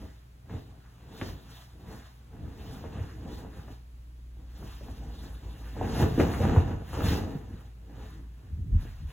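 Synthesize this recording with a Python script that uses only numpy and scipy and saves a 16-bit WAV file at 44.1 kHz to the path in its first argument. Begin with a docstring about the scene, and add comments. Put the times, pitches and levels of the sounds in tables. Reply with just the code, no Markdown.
"""A small bedroom: pillows are lifted, shaken out and dropped on a bed, an arm's length from a phone.
Slack cotton folds, rubs and hisses: noise and random slips, coloured and swelled with each move.
Taut panels flap as short noise bursts; the soft filling puffs air as brief low pressure swings.
Under it a household motor hums and an engine drones faintly outside, both as sine tones."""
import sys
import numpy as np
from scipy import signal
from scipy.fft import rfft, irfft, next_fast_len
from scipy.io import wavfile

SR = 44100
rng = np.random.default_rng(int(sys.argv[2]) if len(sys.argv) > 2 else 0)


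def unload_audio(sound):
    """Save the sound as a 16-bit wav file, at the path given as the first command line argument."""
    columns = np.transpose(np.atleast_2d(sound))
    # keep every value between -1 and 1, then stretch to whole-number steps
    steps = np.round(np.clip(columns, -1, 1) * 32767)
    wavfile.write(sys.argv[1], SR, steps.astype(np.int16))


N = 402191
TIME = np.arange(N) / SR  # s


def undb(db):
    """Decibels to gain."""
    return 10 ** (np.asarray(db) / 20)


def unit(x):
    """Scale to rms 1."""
    return x / np.sqrt(np.mean(x ** 2))


def curves(rows):
    """Each column of a table, joined by straight lines in time."""
    s, *columns = np.transpose(rows)
    return [np.interp(TIME, s, column) for column in columns]


def colour(x, points):
    """Filter by a spectrum of (f/Hz, gain/dB) points, joined on a log frequency axis."""
    hz, db = np.transpose(points)
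    size = next_fast_len(len(x))
    f_hz = np.maximum(np.fft.rfftfreq(size, 1 / SR), 1)
    gain = undb(np.interp(np.log(f_hz), np.log(hz), db))
    return irfft(rfft(x, size) * gain, size)[:len(x)]


def band(x, lo_hz, hi_hz):
    """Causal band-pass, 18 dB an octave on both sides."""
    sos = signal.butter(3, [lo_hz, hi_hz], "band", fs=SR, output="sos")
    return signal.sosfilt(sos, x)


def walk(rate_hz):
    """Slow chance with a spread near 1: random points joined by straight lines."""
    points = np.clip(rng.standard_normal(4096), -1.8, 1.8)
    return np.interp(TIME * rate_hz, np.arange(len(points)), points)


def add(track, s, sound):
    """Mix a sound in at a time."""
    i = max(int(s * SR), 0)
    track[i:i + len(sound)] += sound[:max(N - i, 0)]


MOVE_SHAPE = 1.42  # 1: pointed crest, 2: round crest


def swells(moves):
    """Each move gathers strength up to its crest and dies away; overlapping moves add in power."""
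    t = TIME[::64]
    power = 1e-11  # floor
    for s, rise_s, fall_s, db in moves:
        before = (s - t) / max(rise_s, .01)
        after = (t - s) / max(fall_s, .01)
        away = np.where(t < s, before, after)
        power = power + (undb(db) * np.exp(-away ** MOVE_SHAPE)) ** 2
    return np.interp(TIME, t, np.sqrt(power))


# port unlikeness: f/Hz, side minus mid level/dB
PORT_WIDTH = [(150, -18), (350, -1), (1300, 3.5), (6000, -6)]


def two_ports(size):
    """Diffuse sound at two close ports: alike in the bass, less alike higher up."""
    mid, side = rng.standard_normal((2, size))
    side = colour(side, PORT_WIDTH)
    return np.array([mid + side, mid - side])


def bedroom(x, wet_db, t60_s):
    """The direct sound reaches both ports; near walls add a short, dense tail."""
    t = TIME[:SR // 2]
    onset = np.clip((t - .002) / 0.0031, 0, 1)
    tail = two_ports(len(t)) * undb(-60 * t / t60_s) * onset
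    tail *= undb(wet_db) / np.sqrt(np.sum(tail.mean(axis=0) ** 2))
    wet = signal.fftconvolve(x[None], tail, axes=1)[:, :N]
    return (x + wet) / np.sqrt(1 + undb(2 * wet_db))  # keeps the power about even


# still-air spectrum: f/Hz, relative level/dB
STILL_SPECTRUM = [(20, -20), (45, -2), (100, -1.5), (200, -11), (450, -23), (900, -28), (1700, -31),
                  (3300, -32.5), (6500, -37), (16000, -39)]
STILL_RMS_DB = -57.7  # mean of a slow wander


def still_air():
    """Diffuse room noise, duller with frequency, its level wandering slowly."""
    noise = unit(np.array([colour(port, STILL_SPECTRUM) for port in two_ports(N)]))
    return noise * undb(STILL_RMS_DB + 0.5 * walk(rate_hz=2.0))


# engine pulling away and changing up: t/s, firing rate f/Hz, rms level/dB
ENGINE_TRACK = [(2.3, 42, -74), (3.5, 42, -61), (4.2, 38, -59), (4.6, 44, -50), (5, 49, -46),
                (5.7, 55, -41.5), (6.4, 65, -40.5), (7.3, 56, -48.5), (8.3, 57.5, -42.5), (9.12, 58, -85)]


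def engine():
    """A sine at the firing rate, gliding with engine speed."""
    hz, db = curves(ENGINE_TRACK)
    phase = 2 * np.pi * np.cumsum(hz) / SR
    return np.sqrt(2) * undb(db) * np.sin(phase)


# motor hum: t/s, rms level/dB (mean of a slow wander)
HUM_TRACK = [(0, -49.5), (.4, -55), (1.5, -53.5), (2.6, -49.5), (4, -45.5), (5.5, -43), (7, -89),
             (7.7, -92), (9.12, -42.5)]
MOTOR_HZ, MAINS_BUZZ_HZ = 59.4, 120


def motor():
    """The motor's hum and its mains buzz: two sines of wandering level."""
    hum_db, = curves(HUM_TRACK)
    hum = undb(hum_db + 1.15 * walk(rate_hz=3.67)) * np.sin(2 * np.pi * MOTOR_HZ * TIME)
    buzz = undb(-60.0 + 0.75 * walk(rate_hz=3.1)) * np.sin(2 * np.pi * MAINS_BUZZ_HZ * TIME)
    return np.sqrt(2) * (hum + buzz)


def background():
    """Still room air, the motor and the engine."""
    return still_air() + motor() + engine()


# stirred-air spectrum: f/Hz, relative level/dB
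AIR_SPECTRUM = [(20, -33), (35, -6), (50, 2.5), (70, -0.5), (92, 0.5), (125, -2.5), (170, -9.5),
                (300, -24.5), (800, -67)]


def stirred_air(air):
    """Eddies shed by the swinging pillow: low noise that follows the air's strength."""
    return air * unit(colour(rng.standard_normal(N), AIR_SPECTRUM))


# a loose sheet fills with air: crest t/s, rise/s, fall/s, level/dB
SHEET_BILLOWS = [(1.3, 0.091, 0.05, -50), (1.77, 0.041, 0.022, -49), (2.45, 0.075, 0.07, -43),
                 (3.2, 0.27, 0.34, -46.5), (4.63, 0.02, 0.039, -38), (5.25, 1, 0.2, -54),
                 (7.26, 0.068, 0.021, -40), (7.54, 0.038, 0.023, -39.5), (8.0, 0.022, 0.017, -43),
                 (8.2, 0.096, 0.04, -45), (8.72, 0.28, 0.036, -51)]
# billow spectrum: f/Hz, relative level/dB
BILLOW_SPECTRUM = [(50, 4), (110, 1), (170, -3.5), (270, -2), (400, -10.5), (700, -33.5), (1500, -68)]


def billows():
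    """Broad, slack cloth pushes the air without creasing: smooth, dull swells of noise."""
    return swells(SHEET_BILLOWS) * unit(colour(rng.standard_normal(N), BILLOW_SPECTRUM))


# puffs of air from the filling: crest t/s, dry peak level/dB, f/Hz
FILLING_PUFFS = [(0.551, -27.5, 103), (1.223, -26.5, 110), (3.013, -24.5, 84.5), (6.032, -12, 107),
                 (6.411, -18.5, 97), (6.578, -6, 94.5), (7.041, -17, 88), (7.084, -22, 66),
                 (8.532, -25, 60), (8.616, -23.5, 60.3), (8.73, -14, 45.4), (8.758, -14.5, 73.4),
                 (9.051, -25, 60.6)]


def thumps():
    """The filling is squeezed and springs back: one smooth swing of pressure."""
    out, half = np.zeros(N), SR // 10
    t = np.arange(-half, half) / SR
    for s, db, hz in FILLING_PUFFS:
        swing = np.cos(2 * np.pi * hz * t) * np.exp(-(t * hz / 0.61) ** 2)
        add(out, s - half / SR, undb(db) * swing)
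    return out


# cloth pulled taut or patted: t/s, dry peak level/dB, body f/Hz, brightness f/Hz, decay/s
TAUT_FLAPS = [(.497, -41.5, 278, 1860, 0.02), (1.214, -23, 396, 2460, 0.006), (1.218, -27, 150, 453, 0.013),
              (2.841, -31.5, 250, 950, 0.0061), (2.964, -42, 300, 1580, 0.005),
              (2.993, -40, 376, 2190, 0.0092), (3.262, -40, 230, 900, 0.028),
              (3.448, -39.5, 230, 870, 0.02), (3.681, -42.5, 250, 1180, 0.0034),
              (4.626, -38, 170, 1000, 0.0095), (4.81, -40.5, 190, 560, .012),
              (4.885, -38, 140, 910, 0.0098), (5.766, -32, 275, 930, 0.01), (5.812, -19, 403, 870, 0.0055),
              (6.178, -17.5, 218, 470, 0.02), (6.197, -12, 226, 546, 0.014),
              (6.201, -18.5, 590, 2230, 0.01), (6.338, -27.5, 890, 2100, 0.022),
              (6.405, -23.5, 160, 614, 0.018), (6.563, -18, 200, 970, 0.0098),
              (6.932, -30, 250, 1220, 0.078), (7.006, -23.5, 298, 1520, 0.005),
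              (7.352, -24, 133, 267, 0.0065), (8.829, -42, 130, 440, 0.0041), (8.852, -37, 140, 450, 0.004)]
RISE_PER_DECAY, TUG = .12, 11  # TUG: first sample, in noise rms


def flaps():
    """A panel snaps taut: a sharp tug, then a noise burst; deeper if large, duller where padded."""
    out, t = np.zeros(N), TIME[:SR // 4]
    for s, db, body_hz, bright_hz, decay_s in TAUT_FLAPS:
        age = t / decay_s
        envelope = (1 - np.exp(-age / RISE_PER_DECAY)) * np.exp(-age)
        burst = TUG * (t == 0) + rng.standard_normal(len(t)) * envelope
        snap = band(burst, lo_hz=body_hz, hi_hz=bright_hz)
        add(out, s, snap * undb(db) / np.abs(snap).max())
    return out


# pillow gripped, swung or set down, slack cloth folds: crest t/s, rise/s, fall/s, relative level/dB
PILLOW_SWINGS = [(.03, 0.27, 0.052, -52), (.54, 0.04, 0.041, -43.5), (.76, 0.25, 0.036, -59),
                 (1.11, 0.068, 0.099, -53.5), (1.27, 0.065, 0.073, -45.5), (1.52, 0.48, 0.03, -60),
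                 (1.91, 0.095, 0.093, -50), (2.34, .02, 0.11, -54.5), (2.48, 0.14, 0.045, -54),
                 (2.68, 0.16, 0.25, -49), (2.86, 0.026, 0.022, -46), (3.0, 0.082, 0.07, -44.5),
                 (3.31, 0.14, 0.11, -50.5), (3.44, 0.18, 0.064, -50), (3.57, 0.041, 0.057, -49.5),
                 (3.71, 0.053, 0.025, -50), (4.4, 0.041, .072, -59), (4.63, 0.047, 0.059, -51),
                 (4.9, 0.066, 0.026, -48), (5.04, 0.073, 0.11, -50.5), (5.25, 0.092, 0.11, -52),
                 (5.45, 0.04, 0.053, -52), (5.6, 0.12, 0.083, -54.5), (5.84, 0.07, 0.15, -35.5),
                 (6.02, 0.067, 0.067, -29), (6.225, 0.046, 0.08, -27), (6.46, 0.087, 0.085, -29),
                 (6.56, 0.075, 0.06, -31.5), (6.68, 0.065, 0.1, -36.5), (7.03, 0.076, 0.23, -33.5),
                 (7.14, 0.069, 0.05, -40), (7.56, 0.084, 0.15, -61), (8.02, 0.14, 0.056, -51.5),
                 (8.43, 0.048, 0.053, -61.5)]
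# cloth slides over cloth or skin:
# crest t/s, rise/s, fall/s, relative rub level/dB, hiss minus rub level/dB
CLOTH_SLIDES = [(0., .05, 0.16, -62.5, -16), (.53, 0.039, 0.16, -64.5, -14.5),
                (.85, 0.078, 0.91, -69.5, -31), (1.26, 0.094, 0.066, -55.5, -7.5),
                (1.56, 0.15, 0.12, -62.5, -9), (1.94, .1, .17, -60, -14), (2.42, 0.082, 0.22, -69, -30),
                (2.73, 0.16, 0.086, -59.5, -10), (3.04, 0.2, 0.24, -60, -19), (3.36, .08, .06, -62.5, -8.5),
                (3.57, .07, .09, -62, -14), (3.72, .05, .06, -63, -15), (4.68, .13, .2, -60.5, -12),
                (4.92, 0.33, 0.25, -67.5, -9), (5.24, 0.14, 0.14, -64.5, -8), (5.6, 0.042, 0.45, -69, -21),
                (6.01, 0.088, 0.044, -46.5, -11.5), (6.209, 0.02, 0.015, -41.5, -21),
                (6.42, 0.69, 0.05, -52, -14.5), (6.56, 0.13, 0.14, -58, -16),
                (6.959, 0.081, 0.052, -51, -13), (7.099, 0.068, 0.078, -43.5, -10),
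                (7.3, 0.23, 0.13, -72, -3.5), (7.601, 0.21, 0.095, -64.5, -34),
                (8.06, 0.12, 0.12, -59, -24), (8.45, 0.16, 0.21, -73, -26), (8.82, 0.06, 0.22, -61, -17),
                (9.11, 0.04, .036, -60.5, -17)]
# draught of a lowered pillow at the microphone: crest t/s, rise/s, fall/s, level/dB
PILLOW_DRAUGHTS = [(2.44, 0.032, 0.046, -34.5), (8.19, 0.042, 0.089, -46.5), (8.6, 0.086, 0.024, -35),
                   (8.74, 0.062, 0.045, -27), (9.05, 0.05, 0.0091, -35.5)]
SWING_RUB_DB, CREASE_HISS_DB = -22, -17.5  # creases re folds; thread hiss re creases
SWING_AIR_DB, AIR_GROWTH = 2, 0.83  # air re folds at the hardest swing; dB of air per dB of swing


def handling():
    """Strengths of fold, rub, hiss and air: swings fold the cloth and fan air, slides rub and hiss."""
    swing = swells(PILLOW_SWINGS)
    sliding_rub = swells([row[:-1] for row in CLOTH_SLIDES])
    rub = np.hypot(swing * undb(SWING_RUB_DB), sliding_rub)
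    sliding_hiss = swells([(s, rise_s, fall_s, db + hiss_db)
                           for s, rise_s, fall_s, db, hiss_db in CLOTH_SLIDES])
    hiss = np.hypot(sliding_hiss, rub * undb(CREASE_HISS_DB))
    fanned = swing.max() * undb(SWING_AIR_DB) * (swing / swing.max()) ** AIR_GROWTH
    air = np.hypot(fanned, swells(PILLOW_DRAUGHTS))
    return swing, rub, hiss, air


def slips(per_second, scatter_db, smooth):
    """Random tiny releases of uneven size, over a smooth share of noise for countless smaller ones."""
    chance = rng.random(N)
    size, sign, rest = rng.standard_normal((3, N))
    heights = np.sign(sign) * undb(scatter_db * np.clip(size, -2, 2))
    clicks = (chance < per_second / SR) * heights
    return unit(unit(clicks / np.sqrt(per_second)) + smooth * rest)


def shifting(x, depth_db, rate_hz, count=14):
    """The folds keep changing shape, so each half octave swells and fades on its own."""
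    size = next_fast_len(N)
    f_hz = np.maximum(np.fft.rfftfreq(size, 1 / SR), 1)
    place = np.clip(2 * np.log2(f_hz / 170), 0, count - 1)  # in half octaves
    spectrum, total = rfft(x, size), np.zeros(N)
    for k in range(count):
        part = irfft(spectrum * np.maximum(1 - np.abs(place - k), 0), size)[:N]
        total += part * undb(depth_db * walk(rate_hz))
    return unit(total)


# fold, crease-rub and thread-hiss spectra, each: f/Hz, relative level/dB
FOLD_SPECTRUM = [(60, -19), (130, -2.5), (200, 1.5), (270, 0), (350, -5), (450, -6.5), (600, -15.5),
                 (820, -13.5), (1100, -30.5), (2000, -49.5), (5000, -124)]
RUB_SPECTRUM = [(400, 0), (900, 7), (1400, 4), (1750, 5.5), (2250, -5), (2850, 0.5), (3200, -9.5),
                (3650, -7), (5000, -17.5), (7000, -10), (15000, -110)]
HISS_SPECTRUM = [(1200, -13), (2300, -3), (3600, 5.5), (4600, 1.5), (6000, -1.5), (9000, -8.5),
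                 (11000, -4.5), (16000, -6)]
POPS_PER_S, BUCKLE_GROWTH = 380, .25
CRACK_DB = -15  # bright crack of a buckling fold re its body
JERK_DB, CATCH_DB = 2.6, 1.0  # level jerks: folds at their slowest; creases and threads
CREASE_SHIFT_DB, THREAD_SHIFT_DB = 3.6, 3.4  # wander of colour


def cloth(fold, rub, hiss):
    """Gentle folds roll smoothly, hard ones buckle in pops; creases catch and slip, threads hiss."""
    speed = (rub / rub.max()) ** .4
    catch = walk(rate_hz=41)  # small jerks, strongest in slow folds
    buckle = .9 * (fold / fold.max()) ** BUCKLE_GROWTH
    rolling = np.sqrt(1 - buckle ** 2) * rng.standard_normal(N)
    pops = buckle * slips(POPS_PER_S, scatter_db=3, smooth=0) + rolling
    body = unit(colour(pops, FOLD_SPECTRUM))
    crack = undb(CRACK_DB) * unit(colour(pops, RUB_SPECTRUM))
    folds = (body + crack) * fold * undb(JERK_DB * (1 - buckle ** 2) * catch)

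    crease_slips = colour(slips(2500 * speed, scatter_db=0.0, smooth=0.89), RUB_SPECTRUM)
    creases = shifting(crease_slips, CREASE_SHIFT_DB, rate_hz=32) * rub * undb(CATCH_DB * catch)
    thread_slips = colour(slips(9000 * speed, scatter_db=1.0, smooth=0.81), HISS_SPECTRUM)
    threads = shifting(thread_slips, THREAD_SHIFT_DB, rate_hz=57) * hiss * undb(CATCH_DB * catch)
    return undb(2.5) * folds + undb(3.0) * creases, undb(14.0) * threads


def scene():
    """Cloth and air in the room, over the background; small eddies strike the ports in antiphase."""
    fold, rub, hiss, air = handling()
    crumple, threads = cloth(fold, rub, hiss)
    puffs = bedroom(thumps() + stirred_air(air), wet_db=-9.0, t60_s=0.82)
    eddies = undb(-17) * stirred_air(air) * np.array([[1], [-1]])
    snaps = bedroom(flaps(), wet_db=-8.5, t60_s=0.21)
    rustle = bedroom(crumple + billows(), wet_db=-7.5, t60_s=0.35)
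    sheen = bedroom(threads, wet_db=-6, t60_s=.2)
    return background() + puffs + eddies + snaps + rustle + sheen


WIDEN_FROM_HZ, WIDEN_LAG_S = 2750, .000243


def widen(stereo):
    """The treble of the right channel lags the left; bass and middle stay in step."""
    size = next_fast_len(N + SR // 10)
    above_hz = np.maximum(np.fft.rfftfreq(size, 1 / SR) - WIDEN_FROM_HZ, 0)
    lag = np.exp(-2j * np.pi * above_hz * WIDEN_LAG_S)
    right = irfft(rfft(stereo[1], size) * lag, size)[:N]
    return np.array([stereo[0], right])


TOP_HZ = 15900


def record(dry):
    """The phone widens the treble, thins the deepest bass and cuts the top."""
    high_pass = signal.butter(6, 33, "high", fs=SR, output="sos")
    low_pass = signal.ellip(10, .2, 80, TOP_HZ, fs=SR, output="sos")
    thin = signal.sosfilt(high_pass, widen(dry))
    return signal.sosfilt(low_pass, thin)


dry = scene()
out = record(dry)
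unload_audio(out)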